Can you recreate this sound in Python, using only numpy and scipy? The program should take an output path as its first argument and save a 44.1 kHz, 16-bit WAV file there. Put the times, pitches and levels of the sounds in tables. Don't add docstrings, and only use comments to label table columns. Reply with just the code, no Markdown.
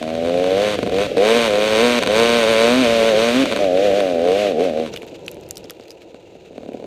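import sys
import numpy as np
from scipy import signal
from scipy.io import wavfile
from scipy.ndimage import uniform_filter1d

SR = 44100
rng = np.random.default_rng(int(sys.argv[2]) if len(sys.argv) > 2 else 0)


def master_out(mix):
    frames = np.transpose(np.atleast_2d(mix))
    ceiling = np.clip(frames, -1, 1)
    pcm = np.round(ceiling * 32767).astype(np.int16)
    wavfile.write(sys.argv[1], SR, pcm)


def ratio(d):
    e = np.asarray(d, float) / 20
    return 10 ** e


N = 302522


def evened(x):
    return x / np.sqrt(np.mean(x ** 2) + 1e-20)


def curves(rows):
    time_s, *columns = np.transpose(rows)
    return [np.interp(np.arange(N) / SR, time_s, column) for column in columns]


def colour(x, spectrum):
    point_hz, point_db = np.transpose(spectrum)
    hz = abs(np.fft.fftfreq(8192, 1 / SR))
    gain_db = np.interp(np.log(hz + 1), np.log(point_hz + 1), point_db, left=-90, right=-100)
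    log_gain = gain_db * np.log(10) / 20
    taps = np.fft.ifft(np.exp(np.conj(signal.hilbert(log_gain)))).real[:4096]
    return signal.oaconvolve(x, taps / np.linalg.norm(taps))[:N]


def resonate(x, hz, width_hz):
    turn = np.exp(2j * np.pi * np.cumsum(hz * np.ones(len(x))) / SR)
    r = np.exp(-np.pi * width_hz / SR)
    return 2 * (turn * signal.lfilter([1 - r], [1, -r], x / turn)).real


def ring(x, modes):
    click = np.arange(4096) == 0
    taps = np.zeros(4096)
    for k, (hz, width_hz, db) in enumerate(modes):
        taps += (-1) ** k * ratio(db) * resonate(resonate(click, hz, width_hz), hz, width_hz)
    return signal.oaconvolve(x, taps / np.linalg.norm(taps))[:N]


def clicks(per_s, scatter_db):
    at = np.flatnonzero(np.diff(np.floor(np.cumsum(per_s) / SR)))
    out = np.zeros(N)
    out[at] = np.sqrt(SR / per_s[at]) * ratio((scatter_db * rng.standard_normal(N))[at])
    return out


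# time_s, firings_per_s
ENGINE_SPEED = [(0.0, 78.1), (0.19, 82.3), (0.54, 95.2), (0.63, 104.8), (0.72, 104.8), (0.9, 88.8),
                (1.02, 103), (1.05, 101.6), (1.15, 89.5), (1.25, 106.7), (1.36, 119.1), (1.45, 114.3),
                (1.5, 102.9), (1.57, 103.9), (1.68, 108.5), (1.77, 109.3), (1.84, 121.3), (1.96, 120.8),
                (2.01, 117.2), (2.07, 102), (2.11, 104.6), (2.2, 115.9), (2.37, 118.3), (2.46, 109.1),
                (2.5, 114.8), (2.55, 110.7), (2.65, 115.7), (2.8, 131.5), (2.87, 114.9), (2.95, 115),
                (3.03, 112.4), (3.08, 114), (3.14, 105.3), (3.23, 115.5), (3.32, 119.7), (3.4, 136),
                (3.44, 132.4), (3.52, 107.9), (3.56, 107.4), (3.66, 95.2), (3.7, 88.1), (3.77, 93.8),
                (3.85, 104.3), (3.92, 95.4), (3.98, 104), (4.03, 95.6), (4.18, 81.8), (4.31, 92.6),
                (4.39, 103.6), (4.42, 104.5), (4.48, 99.5), (4.5, 94.1), (4.54, 76.7), (4.56, 75.2),
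                (4.64, 94.7), (4.67, 89.5), (4.72, 75.1), (4.8, 80.5), (4.84, 79.3), (4.9, 72.1)]
# time_s, exhaust_db
ENGINE_LOAD = [(0.0, -28.5), (0.19, -24.5), (0.27, -19.5), (0.54, -16), (0.63, -16.5), (0.72, -24),
               (0.9, -18), (0.94, -17.5), (1.02, -14.5), (1.05, -27.5), (1.12, -20), (1.2, -11),
               (1.32, -13), (1.45, -21.5), (1.5, -19.5), (1.57, -14.5), (1.68, -18.5), (1.77, -14),
               (1.84, -13.5), (1.96, -21.5), (2.01, -17.5), (2.11, -17.5), (2.2, -13), (2.37, -17),
               (2.55, -16), (2.65, -12.5), (2.8, -22.5), (2.87, -16), (2.95, -17.5), (3.03, -14),
               (3.08, -16), (3.14, -15.5), (3.23, -15.5), (3.34, -21.5), (3.57, -21), (3.63, -17),
               (3.7, -19), (3.77, -15.5), (3.98, -15.5), (4.09, -21), (4.18, -19), (4.31, -12),
               (4.41, -19.5), (4.48, -16), (4.54, -22), (4.6, -12.5), (4.72, -25.5), (4.8, -18),
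               (4.85, -27), (4.9, -49)]
# time_s, pipe_hz
PIPE_TUNING = [(0.0, 540), (0.25, 470), (0.6, 496), (0.75, 428), (1.2, 480), (1.5, 474), (2.2, 481),
               (2.9, 520.5), (3.4, 480), (3.65, 544), (3.8, 510), (4.05, 524), (4.3, 470), (4.45, 540),
               (4.56, 410), (4.67, 503), (4.9, 418)]
# time_s, crack_db (relative)
PORT_CRACK_LEVEL = [(0.0, 19.5), (0.3, 8.5), (0.6, 0.5), (0.8, 3.5), (1.0, 2), (1.2, 5.5), (1.3, -1.5),
                    (1.55, 2.5), (1.8, 1), (2.3, 1), (2.45, -0.5), (2.8, 0), (2.95, -5.5), (3.25, -2.5),
                    (3.6, -5), (3.75, -11), (4.0, -9), (4.1, 5), (4.3, 6), (4.42, -9), (4.5, -3), (4.9, 19)]
# start_s, end_s
STUMBLE_SPANS = [(0.758, 0.915), (1.065, 1.165), (1.994, 2.077), (3.437, 3.597)]
# centre_hz, width_hz, relative_db
PIPE_MODES = [(327, 26, -8), (426.5, 87, 9), (576.4, 196, 9)]
# centre_hz, width_hz, relative_db
BOOM_MODE = [(252.4, 101, 0)]
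# centre_hz, width_hz, relative_db
UPPER_MODE = [(680.3, 97, 0)]
# freq_hz, relative_db_per_hz
PIPE_GAS_SPECTRUM = [(71, -48), (120, -15), (171, -21.5), (253, -12), (297, -7), (330, -0.5), (419, -2.5),
                     (454, 0), (1000, -20.5), (1300, -88), (2200, -120)]
# freq_hz, relative_db_per_hz
RATTLE_SPECTRUM = [(710, -51), (1200, 1), (1320, -2.5), (2130, 1), (2480, 4.5), (3790, 0.5), (5130, -9.5),
                   (6300, -10), (7820, -16), (11200, -24), (14700, -27), (15500, -45), (16000, -84)]


def pulling():
    full_load_db, powerband_per_s, pipe_hz_per_db = -11, 111.85, 6.5
    boom_db, boom_share, boom_db_per_turn, boom_swell_turns = -25, 0.19, 0.72, 16
    upper_db, upper_db_per_turn = -18.5, -0.16
    crack_db, crack_share, crack_db_per_turn, uneven_db_per_turn = -18, 0.39, 1.0242, .17
    rattle_db, rattle_share, rattle_db_per_turn, stumble_rattle_db = -28.5, 0.067, 0.46, -4
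    misfire_db, misfire_scatter_db = -19.5, 7.5
    rough, stumble_rough, scatter_db, jitter = .12, .4, .9, .05

    per_s, exhaust_db = curves(ENGINE_SPEED)[0], curves(ENGINE_LOAD)[0]
    eased_db = exhaust_db - full_load_db
    below = np.minimum(per_s - powerband_per_s, 0)
    above = np.clip(per_s - powerband_per_s, 0, boom_swell_turns)
    pipe_hz = curves(PIPE_TUNING)[0] - pipe_hz_per_db * np.maximum(eased_db, -14)
    t = np.arange(N) / SR
    running = uniform_filter1d(1. * (t < ENGINE_LOAD[-1][0]), 1500)
    firing = 1 - sum((start_s < t) & (t < end_s) for start_s, end_s in STUMBLE_SPANS)

    wander = uniform_filter1d(rng.standard_normal(N), 400)
    firings = clicks(per_s * (1 + jitter * wander), scatter_db)
    firings *= np.where(firing, 1, ratio(misfire_db + misfire_scatter_db * rng.standard_normal(N)))
    drive = firings + np.where(firing, rough, stumble_rough) * rng.standard_normal(N)

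    note = ratio(-1.0) * evened(resonate(resonate(drive, pipe_hz, 138), pipe_hz, 135))
    note += ratio(-6.0) * ring(drive, PIPE_MODES)
    note += ratio(upper_db + upper_db_per_turn * below) * ring(drive, UPPER_MODE)
    note += ratio(-11) * colour(rng.standard_normal(N), PIPE_GAS_SPECTRUM)

    boom_level_db = boom_db + boom_share * eased_db + boom_db_per_turn * above
    boom = ratio(boom_level_db) * ring(drive, BOOM_MODE)

    uneven_db = uneven_db_per_turn * below * rng.uniform(-1.97, 2.0, N)
    crack_level_db = crack_db + curves(PORT_CRACK_LEVEL)[0] + crack_share * eased_db + crack_db_per_turn * below
    crack = ratio(crack_level_db) * blast(firings * ratio(uneven_db))

    near_steady = 1.83 + 0.033 * np.cos(2 * np.pi * np.cumsum(per_s) / SR - 1.5)
    rattle = colour(near_steady * rng.standard_normal(N), RATTLE_SPECTRUM)
    rattle_level_db = rattle_db + rattle_share * eased_db + rattle_db_per_turn * below
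    rattle *= ratio(rattle_level_db + stumble_rattle_db * (1 - firing))

    exhaust = silenced(ratio(exhaust_db) * note + boom)
    return running * (exhaust + crack + rattle) + spitting(np.flatnonzero(firings))


def silenced(note):
    return signal.sosfilt(signal.cheby2(8, 40, 960, fs=SR, output="sos"), note)


# centre_hz, width_hz, relative_db
SNARL_MODES = [(1023, 240, 6), (1340, 130, -1.5), (1517.2, 185, 5), (1800, 210, -4), (2300, 540, 3.5),
               (2980, 570, -4), (3730, 880, 0), (4570, 190, -4), (6260, 530, -10), (8360, 190, -6),
               (10950, 490, -17)]
# freq_hz, relative_db_per_hz
CRACK_SPECTRUM = [(530, -3), (900, 12), (1030, -3), (1220, 1.5), (1880, -9), (2270, -13), (2730, -33),
                  (3860, 0), (4980, -12.5), (6330, -6), (7680, -11.5), (8450, -11), (14700, -29),
                  (15400, -12), (16000, -55)]


def blast(firings):
    sharp, decay_s, late_samples = .95, .0016, 60
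    puff = np.exp(-np.arange(1500) / SR / decay_s)
    gate = signal.oaconvolve(firings, puff / np.linalg.norm(puff))[:N]
    hiss = colour(gate * rng.standard_normal(N) - .5 * firings, CRACK_SPECTRUM)
    snarl = ring(firings, SNARL_MODES)
    return np.roll(sharp * snarl + np.sqrt(1 - sharp ** 2) * hiss, late_samples)


# time_s, relative_db
SPIT_CRACKS = [(0.381, -23), (0.4359, -16), (0.4579, -13), (0.53, -17), (1.6194, -11), (3.6426, -11),
               (3.7738, -12), (3.915, -11), (4.0038, -6), (4.27, -23), (4.29, -23), (4.3216, -17),
               (4.345, -19), (4.4692, -28), (4.5126, -19), (4.5905, -16), (4.6907, -16)]


def spitting(firing_at):
    time_s, level_db = np.transpose(SPIT_CRACKS)
    nearest = abs(firing_at - time_s[:, None] * SR).argmin(1)
    front = np.zeros(N)
    front[firing_at[nearest]] = ratio(level_db + 6.0)
    return blast(front)


# time_s, relative_db, crack_db (relative to the firing)
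LONE_POPS = [(0.787, -4.5, -18), (0.828, -5, -16.5), (0.862, -7, -21), (0.872, -8, -17.5),
             (0.894, -14.5, -12), (1.169, -9.5, -14.5), (1.179, -10, -14), (2.017, -12, -13),
             (2.024, -8, -7), (2.033, -14, 1), (2.061, -11, -5.5), (2.072, -6, -6.5), (3.444, -8, -32),
             (3.455, -11.5, -6), (3.463, -17, -10), (3.489, -24, -25), (3.513, -9, -12), (3.522, -9, -7.5),
             (3.531, -8, -14), (3.561, -7.5, -9), (3.571, -10.5, -9), (3.588, -10, -14), (4.938, -22, -12),
             (5.029, -21, -14), (5.127, -22, -31), (5.367, -23, -20), (5.644, -22.5, -24),
             (5.796, -23.5, -18), (6.143, -22.5, -20), (6.351, -24.5, -28), (6.506, -26, -35),
             (6.529, -28, -23), (6.558, -24, -28), (6.578, -14.5, -23.5), (6.687, -12.5, -37),
             (6.744, -13.5, -40), (6.84, -19.5, -23)]


def popping():
    catch_s, catch_period_s, catch_jitter_s, catch_turns = 6.604, .0272, .0015, 9
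    catch_db, catch_scatter_db, catch_crack_db = -22, 2.0, -25
    chance = rng.standard_normal((catch_turns, 2))
    catch = [catch_s + catch_period_s * np.arange(catch_turns) + catch_jitter_s * chance[:, 0],
             catch_db + catch_scatter_db * chance[:, 1],
             np.full(catch_turns, catch_crack_db)]
    time_s, level_db, crack_db = np.hstack([catch, np.transpose(LONE_POPS)])
    at = np.round(time_s * SR).astype(int)
    push, front = np.zeros((2, N))
    push[at] = ratio(level_db + 13.5)
    front[at] = ratio(level_db + crack_db + 21)
    note = ring(push, PIPE_MODES)
    note += ratio(-3.0) * ring(push, BOOM_MODE)
    note += ratio(-17.0) * ring(push, UPPER_MODE)
    return silenced(note) + blast(front)


# time_s, turns_per_s, rumble_db
IDLE_COURSE = [(4.85, 50, -34.5), (5.01, 42, -35), (5.5, 30.4, -38.5), (5.92, 40, -42), (6.19, 49, -42),
               (6.5, 30, -44), (6.75, 38, -36.5), (6.86, 36, -35.5)]
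# centre_hz, width_hz, relative_db
PISTON_MODES = [(2920, 130, 1), (2400, 210, -31), (3780, 350, 11), (6300, 600, -11)]
# freq_hz, relative_db_per_hz
CLATTER_SPECTRUM = [(590, -23), (1000, -15), (1230, -1.5), (1890, -4.5), (2780, 6), (3080, -1.5),
                    (4020, -0.5), (5310, -11.5), (6780, -7), (9830, -24.5), (14600, -25), (15300, -26),
                    (16000, -53)]


def idling():
    start_db, fade_db_per_s, rest_db, tick_db = -48, -8.5, -56.5, -16.5
    throb_decay_s, loose_per_s = 0.031, 500
    per_s, rumble_db = curves(IDLE_COURSE)
    since_s = np.arange(N) / SR - IDLE_COURSE[0][0]
    clatter_db = np.maximum(start_db + fade_db_per_s * np.maximum(since_s, 0), rest_db)

    throb = signal.oaconvolve(clicks(per_s, 4.1), np.exp(-np.arange(3000) / SR / throb_decay_s))[:N]
    rumble = colour((2.4 + evened(throb)) * rng.standard_normal(N), PIPE_GAS_SPECTRUM)

    ticks = ring(np.roll(clicks(per_s, 1.9), -300), PISTON_MODES)
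    loose = ratio(1.2 * np.minimum(rng.exponential(1, N), 4)) * (rng.random(N) < loose_per_s / SR)
    clatter = colour(rng.standard_normal(N) + .5 * evened(loose), CLATTER_SPECTRUM)
    clatter *= ratio(3.3 * evened(uniform_filter1d(rng.standard_normal(N), 700)))
    clatter += ratio(tick_db) * ticks

    coasting = uniform_filter1d(1. * (since_s > 0), 1500)
    return coasting * (ratio(rumble_db) * evened(rumble) + ratio(clatter_db) * clatter)


# time_s, ring_db (relative), ring_hz, tick_db (relative)
TWIG_SNAPS = [(4.9154, -52, 2690, -48), (4.9382, -30.5, 5610, -60), (4.9617, -15.5, 2910, -53),
              (4.973, -19, 2800, -62), (5.02, -27, 2300, -40), (5.0667, -36, 2560, -39),
              (5.2636, -29, 5860, -46), (5.2807, -15.5, 2640, -49), (5.315, -41, 11200, -21),
              (5.345, -40, 2760, -33), (5.4111, -50, 2620, -41), (5.4893, -47, 2340, -24),
              (5.5094, -22, 7550, -15), (5.5566, -28, 5750, -38), (5.5706, -20, 5000, -40),
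              (5.5795, -35, 7900, -26), (5.6424, -35, 5090, -56), (5.6979, -20, 3330, -43),
              (5.707, -28, 1400, -20), (5.8814, -33, 4220, -59), (5.9056, -24, 4900, -55),
              (5.9154, -33, 4970, -55), (6.019, -34, 2400, -65), (6.7338, -36, 2390, -55)]


def snapping():
    litter_from_s, litter_to_s, litter_count = 4.92, 5.95, 30
    litter_db, litter_tick_db = -40, -52
    lead_s, ring_t60_s, tick_t60_s, rise_s = .004, .011, .0021, .000076
    rustle_fall_s, rustle_rise_s = 0.14, 0.0052

    when, size, pitch, edge = rng.random((litter_count, 4)).T
    litter = np.transpose([litter_from_s + (litter_to_s - litter_from_s) * when ** 1.1,
                           litter_db - 8 * size,
                           2400 * 2.5 ** (pitch ** 2),
                           litter_tick_db - 12 * edge])
    snaps = np.vstack([TWIG_SNAPS, litter])

    out, t = np.zeros(N + 3000), np.arange(3000) / SR - lead_s
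    bright = signal.butter(2, [5000, 14000], "band", fs=SR)
    for (time_s, ring_db, hz, tick_db), hiss in zip(snaps, rng.standard_normal((len(snaps), 3000))):
        tone = np.sin(2 * np.pi * hz * t) + 1.38 * evened(resonate(hiss, hz, 0.15 * hz))
        tone *= np.tanh(t / rise_s) * ratio(ring_db - 5 - 60 * t / ring_t60_s)
        tick = signal.lfilter(*bright, hiss) * ratio(tick_db + 5 - 60 * t / tick_t60_s)
        rustle_db = ring_db - 29 - 60 * np.maximum(t / rustle_fall_s, -t / rustle_rise_s)
        rustle = evened(resonate(hiss[::-1], hz, hz)) * ratio(rustle_db)
        out[round((time_s - lead_s) * SR):][:3000] += (t > 0) * (tone + tick) + rustle
    return out[:N]


# freq_hz, relative_db_per_hz
WIND_SPECTRUM = [(12, -39), (20, -21.5), (96, -5.5), (140, -7), (200, -3.5), (260, -43), (440, -120)]
# time_s, level_db (before gusts)
WIND_LEVEL = [(0.0, -39.5), (1.0, -34.5), (1.3, -43), (1.6, -35.5), (2.7, -34), (3.6, -37.5), (4.7, -41.5),
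              (5.1, -46), (6.1, -57.5), (6.86, -49)]


def wind():
    lumps = evened(uniform_filter1d(rng.standard_normal(N), 2500))
    gusts = evened(uniform_filter1d(uniform_filter1d(rng.standard_normal(N), 8000), 8000))
    level_db = curves(WIND_LEVEL)[0] + 0.44 * lumps + 2.0 * gusts
    return ratio(level_db) * colour(rng.standard_normal(N), WIND_SPECTRUM)


def scene():
    return (pulling() + popping() + idling() + snapping() + wind())[None]


def low_pass(x):
    return signal.sosfilt(signal.butter(12, 16510, fs=SR, output="sos"), x)


def record(dry):
    dull = signal.oaconvolve(dry, signal.firwin(255, 15300, fs=SR)[None], "same")
    mix = 0.84 * np.tanh(dull / 0.93)
    return low_pass(mix)


dry = scene()
out = record(dry)
master_out(out)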